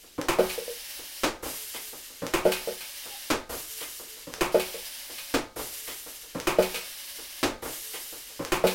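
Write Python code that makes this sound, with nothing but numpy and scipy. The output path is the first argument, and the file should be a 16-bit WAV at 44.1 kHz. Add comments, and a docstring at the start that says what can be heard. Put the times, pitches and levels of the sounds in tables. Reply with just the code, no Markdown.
"""An air cylinder swings the lever of a bullet-sizing press on a workbench, one cycle every two seconds.
First a return stroke ends: its exhaust jet, shaped noise, hisses while joints knock and a feed slide snaps.
The lever clanks on the top stop, coloured contacts and ringing modes; a bullet thuds into a plastic tub,
a sum of decaying modes, and may bounce and clink. The next pull hisses down to a clank on the bottom stop.
The cycle repeats over a low room rumble, with one faint squeak; decaying noise gives the workshop's answer."""
import sys
import numpy as np
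from scipy import signal
from scipy.fft import rfft, irfft, next_fast_len
from scipy.io import wavfile
from scipy.ndimage import map_coordinates

SR = 44100
rng = np.random.default_rng(int(sys.argv[2]) if len(sys.argv) > 2 else 0)


def store_wav(level_fs):
    """Save 16-bit WAV to argv[1]."""
    pcm = np.round(np.clip(np.atleast_2d(level_fs), -1, 1) * 32767)
    wavfile.write(sys.argv[1], SR, pcm.T.astype(np.int16))


N = 385786


def amp(db):
    """Level definition: 20 dB is a factor of ten in amplitude."""
    return 10 ** (np.asarray(db) / 20)


def unit(x):
    """Normalisation to an rms of 1."""
    return x / np.sqrt(np.mean(x ** 2) + 1e-20)


def unit_blow(x):
    """Energy normalisation: a transient is scaled to the energy of 20 ms at rms 1."""
    return x / np.sqrt(np.sum(x ** 2) / (SR / 50))


def along(points, hz):
    """Logarithmic frequency scale: levels are interpolated between (f/Hz, level/dB) points."""
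    f, level = np.transpose(points)
    return np.interp(np.log(hz + 1), np.log(f + 1), level)


def add(track, s, sound):
    """Superposition: a sound is summed into the track at time s."""
    start = max(round(s * SR), 0)
    part = sound[:max(N - start, 0)]
    track[start:start + len(part)] += part


def filtered(x, response):
    """Linear filtering: the spectrum is multiplied by a response of frequency."""
    size = next_fast_len(len(x) + 8192)
    spectrum = rfft(x, size) * response(np.fft.rfftfreq(size, 1 / SR))
    return irfft(spectrum, size)[:len(x)]


def coloured(x, colour, size=32768):
    """Minimum-phase filtering: folding the cepstrum gives a causal filter of the given spectrum."""
    cepstrum = irfft(np.log(amp(along(colour, np.fft.rfftfreq(size, 1 / SR)))))
    cepstrum[1:size // 2] *= 2
    cepstrum[size // 2 + 1:] = 0
    return irfft(rfft(x, size) * np.exp(rfft(cepstrum)))[:len(x)]


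def wobble(rate):
    """Band-limited fluctuation: a smooth curve through random knots, rate of them a second."""
    knots = rng.standard_normal(int(N * rate / SR) + 4)
    return map_coordinates(knots, [np.arange(N) * rate / SR])


# Ring of press, bench and room together: f/Hz, t60/s before each sound's length factor
ROOM_DECAY = [(80, 0.76), (260, 0.27), (700, 0.47), (1800, 0.41), (5000, 0.39), (13000, 0.32)]


def tail(length):
    """Diffuse decay: dense modes and echoes of energy 1, each band dying at its own speed."""
    noise = rng.standard_normal(SR // 2)
    hz, t, bands = signal.stft(noise, SR, nperseg=256)
    t60 = length * along(ROOM_DECAY, hz)[:, None]
    x = signal.istft(bands * amp(-60 * t / t60), SR, nperseg=256)[1][:SR // 2]
    return x / np.linalg.norm(x)


# Modes of the steel frame and lever: f/Hz, relative level/dB, t60/s
FRAME_MODES = [(525, -3, 0.46), (690, -8.5, 0.27), (805, -22, 0.1), (878, 0, 0.55), (1135, -9.5, 0.61),
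               (1190, -16, 0.58), (1245, -2, 0.63), (1559, 5, 0.37), (1910, -14, 0.51), (2233, -4, 0.57),
               (2493, 7.5, 0.26), (2820, -6, 0.2), (3016, 6.5, 0.16), (4550, 7.5, 0.19)]


def blows(events, colour, length, rise, crack_db, steel_db, chatter, renew, count=5):
    """Impact excitation: sharp contacts at irregular gaps of about chatter s, over a ring of which renew is fresh."""
    track, t = np.zeros(N), np.arange(SR // 2) / SR
    own_ring = tail(length)
    steel = sum(amp(db - 60 * t / t60) * np.sin(2 * np.pi * (hz * t + rng.random()))
                for hz, db, t60 in FRAME_MODES)
    steel *= amp(steel_db) / np.linalg.norm(steel)
    for s, db in events:
        ring = np.sqrt(1 - renew) * own_ring + np.sqrt(renew) * tail(length) + steel
        x = ring * (1 - np.exp(-t / rise))
        # the parts rebound and touch again, weaker each time
        touch = np.arange(count)
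        delays = chatter * (touch + rng.uniform(0, 0.61, count) * (touch > 0))
        x[(delays * SR).astype(int)] += amp(crack_db - 3.5 * touch) * rng.choice([-1, 1], count)
        add(track, s, amp(db) * unit_blow(coloured(x, colour)))
    return track


# Spectrum of the room rumble: f/Hz, relative level/dB
SHOP_SPECTRUM = [(20, 2), (35, 4.5), (70, -8.5), (150, -14), (400, -6), (1000, -29), (4000, -12),
                 (15000, -24)]


def shop():
    """Stationary noise: random pressure shaped into the low rumble of the room."""
    rumble = filtered(rng.standard_normal(N), lambda f: amp(along(SHOP_SPECTRUM, f)))
    return amp(-58.5) * unit(rumble)


# A pivot or seal squeaks faintly: t/s, length/s, f/Hz (mean), level/dB (rms before the swell)
SQUEAK_EVENTS = [(3.086, 0.12, 810, -48.5)]


def squeaks():
    """Frequency modulation: brief rubbing tones of slightly unsteady pitch."""
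    track = np.zeros(N)
    for s, length, hz, db in SQUEAK_EVENTS:
        swell = np.hanning(int(length * SR))
        pitch = hz * (1 + 0.014 * wobble(94)[:len(swell)])
        tone = np.sin(2 * np.pi * np.cumsum(pitch) / SR)
        add(track, s, amp(db) * swell * unit(tone))
    return track


# A bullet lands in the tub: t/s, relative level/dB, glancing (0 square to 1 glancing)
LANDINGS = [(.387, -15.5, 0), (.578, -29, 0.8), (.679, -31.5, 0.87), (2.453, -15, 0.12),
            (2.674, -26.5, 0.34), (4.382, -42, .9), (4.545, -15, 0.06), (4.743, -35.5, 0.35),
            (6.586, -14.5, 0), (6.742, -37.5, .7), (8.640, -15.5, 0)]
# Modes of the plastic tub: f/Hz, mean relative level/dB, t60/s for a square landing
TUB_MODES = [(186, -11, .34), (221, -13, .26), (371, -.7, .3), (458, -2, .16), (478, 1, .16),
             (498, -2, .15), (550, 6.5, .055), (558, -3, .17), (608, 2.5, .135), (640, -3, .13),
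             (721, -12, .19), (865, -10, .18), (1265, -21, .25), (1390, -18, .18), (1465, -19, .2)]


def tub():
    """Modal excitation: a square landing booms the whole tub, a glancing bounce mostly its wall."""
    track, t = np.zeros(N), np.arange(SR // 2) / SR
    hz, level, t60 = np.transpose(TUB_MODES)[:, :, None]
    wall_hz = 468
    off_wall = np.minimum(np.abs(np.log2(hz / wall_hz)) / 0.35, 1)
    for s, db, glancing in LANDINGS:
        strength = level + 1.5 * rng.standard_normal(hz.shape) - 24 * glancing * off_wall
        # a bullet that bounces away leaves the wall free to ring longer
        life = t60 * (1 + .4 * glancing * (1 - off_wall))
        # the modes start roughly in step, so the first cycles are the strongest
        phase = 0.51 * rng.standard_normal(hz.shape)
        decay = np.exp(-np.log(1000) * t / life)
        modes = amp(strength) * decay * np.sin(2 * np.pi * hz * t + phase)
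        ring = np.sum(modes, axis=0) * (1 - np.exp(-t / 0.0029))
        add(track, s, amp(db) * unit_blow(ring))
    return track


# Light metal contacts among the bullets: t/s, relative level/dB
CLINK_EVENTS = [(0.4953, -23.5), (2.52, -17.5), (2.807, -30), (4.597, -21.5), (4.7372, -32.5),
                (5.1829, -29.5), (6.6245, -22.5), (6.7445, -23), (6.7574, -26), (8.6694, -17.5)]
# Spectra of a landing's thud and of a clink: f/Hz, relative level/dB
THUD_SPECTRUM = [(40, -7), (120, -23), (500, 1), (1000, -11), (1500, -12.5), (2200, -15), (8000, -31),
                 (15000, -29)]
CLINK_SPECTRUM = [(200, -15), (1200, -8), (1900, -6.5), (2350, 0), (3300, -4), (4300, -4.5), (5500, -11.5),
                  (8000, -9.5), (15000, -13.5)]


def bullets():
    """Impact of small masses: the tub rings under each thud, and metal clinks on metal."""
    landings = [(s, db - 12 * glancing) for s, db, glancing in LANDINGS]
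    thuds = blows(landings, THUD_SPECTRUM, length=1.34, rise=0.0013,
                  crack_db=-13, steel_db=-12, chatter=0.0072, renew=0.27)
    clinks = blows(CLINK_EVENTS, CLINK_SPECTRUM, length=0.84, rise=0.00037,
                   crack_db=-12, steel_db=-11, chatter=0.0076, renew=0.63)
    return amp(0.45) * tub() + amp(-10.5) * thuds + amp(-7.5) * clinks


# Whistling resonances of the exhaust port: f/Hz, width/Hz, level/dB (added to a direct path of 0 dB)
PORT_RESONANCES = [(2940, 140, -7), (4200, 120, -33), (4480, 320, -13), (5460, 650, -11.5),
                   (10150, 720, -15.5)]


def hiss(colour):
    """Turbulence noise: random air pressure of rms 1 through the resonances of the exhaust port."""
    def response(f):
        port = 1 + sum(amp(db) / (1 + (2 * (f - hz) / width) ** 2) for hz, width, db in PORT_RESONANCES)
        return amp(along(colour, f)) * port
    return unit(filtered(rng.standard_normal(N), response))


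def flow(strokes, sag_db, opening, closing, hold=0, fall_db=0):
    """Discharge: flow sags (dB/s), with any extra fall after hold s as the cylinder runs empty."""
    t, gain = np.arange(N) / SR, np.zeros(N)
    for opens, shuts, db in strokes:
        age = np.maximum(t - opens, 0)
        valve = (1 - np.exp(-age / opening)) * np.exp(-np.maximum(t - shuts, 0) / closing)
        gain += valve * amp(db - sag_db * age - fall_db * np.maximum(age - hold, 0))
    return gain


# The cylinder pulls the lever down: valve opens t/s, ram hits the bottom stop t/s
PULL_STROKES = [(.380, 1.235), (2.440, 3.303), (4.515, 5.341), (6.578, 7.43), (8.632, 9.48)]
# The lever swings back: valve opens t/s, air relative level/dB, lever tips over t/s,
# its knock's relative level/dB, lever hits the top stop t/s
RETURN_STROKES = [(-.64, -7, .181, -21, .285), (1.424, 0, 2.22, -21.5, 2.337), (3.491, 0, 4.27, -31, 4.409),
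                  (5.558, 0, 6.349, -22, 6.471), (7.620, 0, 8.394, -21.5, 8.52)]
# Spectra of the air before the port, pull and return: f/Hz, relative level/dB
PULL_SPECTRUM = [(150, -57), (250, -13), (421, -22), (460, -28), (547, -2), (607, -8.5), (802, -11),
                 (938, -8), (1380, -9.5), (1530, -4.5), (3010, 0), (5440, -1), (6940, -5.5), (10200, -1.5),
                 (16000, -5)]
RETURN_SPECTRUM = [(150, -48), (250, -41), (287, -15), (407, -34), (436, 7.5), (476, -33), (528, -5),
                   (629, -16.5), (875, -14), (955, -12), (1350, -8.5), (3120, -2), (5930, -3), (12500, 0),
                   (16000, -6.5)]
# the valve shuts this long after the bottom stop and after the top stop (s)
PULL_SHUTS_S, RETURN_SHUTS_S = .013, .004


def exhaust():
    """Jet noise: each stroke vents one side; the return jet dulls as its pressure drops."""
    pulls = [(opens, stop + PULL_SHUTS_S, 0) for opens, stop in PULL_STROKES]
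    returns = [(opens, stop + RETURN_SHUTS_S, db) for opens, db, *_, stop in RETURN_STROKES]
    pull = amp(-40.0) * hiss(PULL_SPECTRUM) * flow(pulls, sag_db=2.0, opening=0.0099, closing=0.0053)
    jet = amp(-38.0) * hiss(RETURN_SPECTRUM)
    body = filtered(jet, lambda f: 1 / (1 + (f / 7000) ** 4))
    treble = jet - body
    back = body * flow(returns, sag_db=8, opening=0.0093, closing=.008)
    back += treble * flow(returns, hold=.46, sag_db=7, fall_db=22, opening=.006, closing=.006)
    air = (pull + back) * amp(1.06 * wobble(42))
    reverberant = signal.fftconvolve(air, tail(length=0.97))[:N]
    return amp(-0.5) * air + amp(-4.5) * reverberant


# Low modes of the lever and its rod: f/Hz, mean level/dB relative to the clunk, t60/s
LEVER_MODES = [(116, -10, 0.22), (172, -2.5, 0.16), (263, -3, .28), (302.3, 1.5, 0.2), (500, -4, 0.26),
               (553, -1, .2), (1046, -10, 0.33)]
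CLUNK_DB, CLUNK_RISE_S = -8, 0.0029  # level added to the tipping knock's table level, and rise


def clunks():
    """Modal ringing: the tipping lever drops into its joint's slack and rings in its low modes."""
    track, t = np.zeros(N), np.arange(SR // 2) / SR
    hz, level, t60 = np.transpose(LEVER_MODES)[:, :, None]
    for _, _, tips, db, _ in RETURN_STROKES:
        strength = level + 1.1 * rng.standard_normal(hz.shape)
        modes = amp(strength - 60 * t / t60) * np.sin(2 * np.pi * (hz * t + rng.random(hz.shape)))
        ring = np.sum(modes, axis=0) * (1 - np.exp(-t / CLUNK_RISE_S))
        add(track, tips, amp(db + CLUNK_DB) * ring)
    return track


def on_each_return(pattern):
    """Periodic excitation: contacts come at the same points of every return stroke."""
    return [(opens + delay, db) for opens, *_ in RETURN_STROKES
            for delay, db in pattern if opens + delay > 0]


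# The joints take up their slack on every return: t/s after the valve opens, relative level/dB
SLACK_KNOCKS = [(.005, -25.5), (.035, -24.5), (.32, -31.5), (.505, -34.5), (.676, -44)]
# rattle in the joint: time between contacts (s), level against the knock (dB), loss at each contact (dB)
RATTLE_S, RATTLE_DB, RATTLE_LOSS_DB = .027, -3.5, 4
# knock late in each pull: time before the bottom stop (s), relative level (dB)
PULL_KNOCK_LEAD_S, PULL_KNOCK_DB = .245, -35.5


def linkage_knocks(count=3):
    """Impact with loss: slack going up, a weakening rattle at the tip, one knock going down."""
    rattles = [(tips + k * RATTLE_S, db + RATTLE_DB - k * RATTLE_LOSS_DB)
               for _, _, tips, db, _ in RETURN_STROKES for k in range(count)]
    pulls = [(stop - PULL_KNOCK_LEAD_S, PULL_KNOCK_DB) for _, stop in PULL_STROKES]
    return on_each_return(SLACK_KNOCKS) + rattles + pulls


# The feed slide scrapes forward in two jerks: t/s after the valve opens, relative level/dB
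SLIDE_JERKS = [(.315, -28), (.335, -30)]
# Spectra of bottom stop, top stop, knocks, slide scrape, slide snap and bench: f/Hz, relative level/dB
BOTTOM_SPECTRUM = [(24, -4.5), (45, -17), (90, -12), (195, -15.5), (222, -3.5), (265, 2.5), (380, 2),
                   (560, -3), (780, -9.5), (1250, -9), (2000, -13), (4700, -17.5), (7000, -20.5),
                   (16000, -32)]
TOP_SPECTRUM = [(24, 1), (42, -6), (65, -15), (100, -6.5), (270, -3), (360, 9), (450, -1), (620, -1),
                (1200, 0), (1600, -7.5), (2500, -4.5), (3800, -13), (9200, -16.5), (16000, -21)]
KNOCK_SPECTRUM = [(40, -10), (175, -10), (200, -13), (262, 1.5), (282, -8), (305, 4), (340, 0.5),
                  (450, 5.5), (505, 0), (760, -5.5), (1100, -7), (2000, -13), (5000, -28.5), (15000, -33)]
SCRAPE_SPECTRUM = [(200, -35), (1000, -7), (1600, -14.5), (2000, -1), (2500, -11), (3200, -1.5),
                   (4000, -12), (8000, -14), (15000, -14)]
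SNAP_SPECTRUM = [(200, 0), (1500, 4.5), (4000, -1.5), (5600, 1), (6150, 2.5), (6700, -3.5), (15000, -13)]
BENCH_SPECTRUM = [(20, -11), (35, -2), (65, -6), (110, -16), (170, -18), (300, -25), (1000, -60)]
# relative levels of the end stops and the slide's snap (dB), and the snap's lead on the top stop (s)
BOTTOM_DB, TOP_DB, SNAP_DB, SNAP_LEAD_S = -9, -10.5, -22.5, .070


def press():
    """Impact of heavy masses: clanks at the end stops, with linkage knocks, scrapes and snaps between."""
    bottoms = [(stop, BOTTOM_DB) for _, stop in PULL_STROKES]
    tops = [(stop, TOP_DB) for *_, stop in RETURN_STROKES]
    snap_events = [(stop - SNAP_LEAD_S, SNAP_DB) for *_, stop in RETURN_STROKES]
    # the piston shoves off against its mount and shakes the bench
    shoves = [(opens, -45) for opens, *_ in RETURN_STROKES if opens > 0]
    bottom = blows(bottoms, BOTTOM_SPECTRUM, length=0.73, rise=0.0018,
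                   crack_db=-11.5, steel_db=-16.5, chatter=.0045, renew=0.47)
    top = blows(tops, TOP_SPECTRUM, length=0.86, rise=0.00016,
                crack_db=-16.5, steel_db=-14.5, chatter=0.0025, renew=0.14)
    knocks = blows(linkage_knocks(), KNOCK_SPECTRUM, length=0.77, rise=0.00066,
                   crack_db=-13.5, steel_db=-19.5, chatter=0.0057, renew=0.44)
    scrapes = blows(on_each_return(SLIDE_JERKS), SCRAPE_SPECTRUM, length=0.73, rise=0.0018,
                    crack_db=-15, steel_db=-11.5, chatter=0.0066, renew=1.0)
    snaps = blows(snap_events, SNAP_SPECTRUM, length=.85, rise=.001,
                  crack_db=0, steel_db=-24, chatter=.0005, renew=.4, count=1)
    bench = blows(shoves, BENCH_SPECTRUM, length=0.56, rise=0.005,
                  crack_db=-17, steel_db=-30, chatter=.01, renew=0.25)
    stops = amp(-9.5) * bottom + amp(-8.0) * top
    linkage = amp(-8) * knocks + amp(-8.5) * scrapes + amp(-12.5) * snaps
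    return stops + linkage + bench


# The microphone stands in a null of the room's standing waves: f/Hz, width/Hz
ROOM_NULL = (412, 36)


def scene():
    """Superposition and interference: all sources sum, and a standing-wave null notches the result."""
    mono = shop() + squeaks() + bullets() + exhaust() + clunks() + press()
    hz, width = ROOM_NULL
    mono = filtered(mono, lambda f: (hz ** 2 - f ** 2) / (hz ** 2 - f ** 2 + 1j * f * width))
    return np.array([mono, mono])


CUT_HZ = 16000


def record(dry):
    """Band limitation: one microphone on both channels passes only what lies below its limit."""
    return np.array([filtered(x, lambda f: f < CUT_HZ) for x in dry])


dry = scene()
out = record(dry)
store_wav(out)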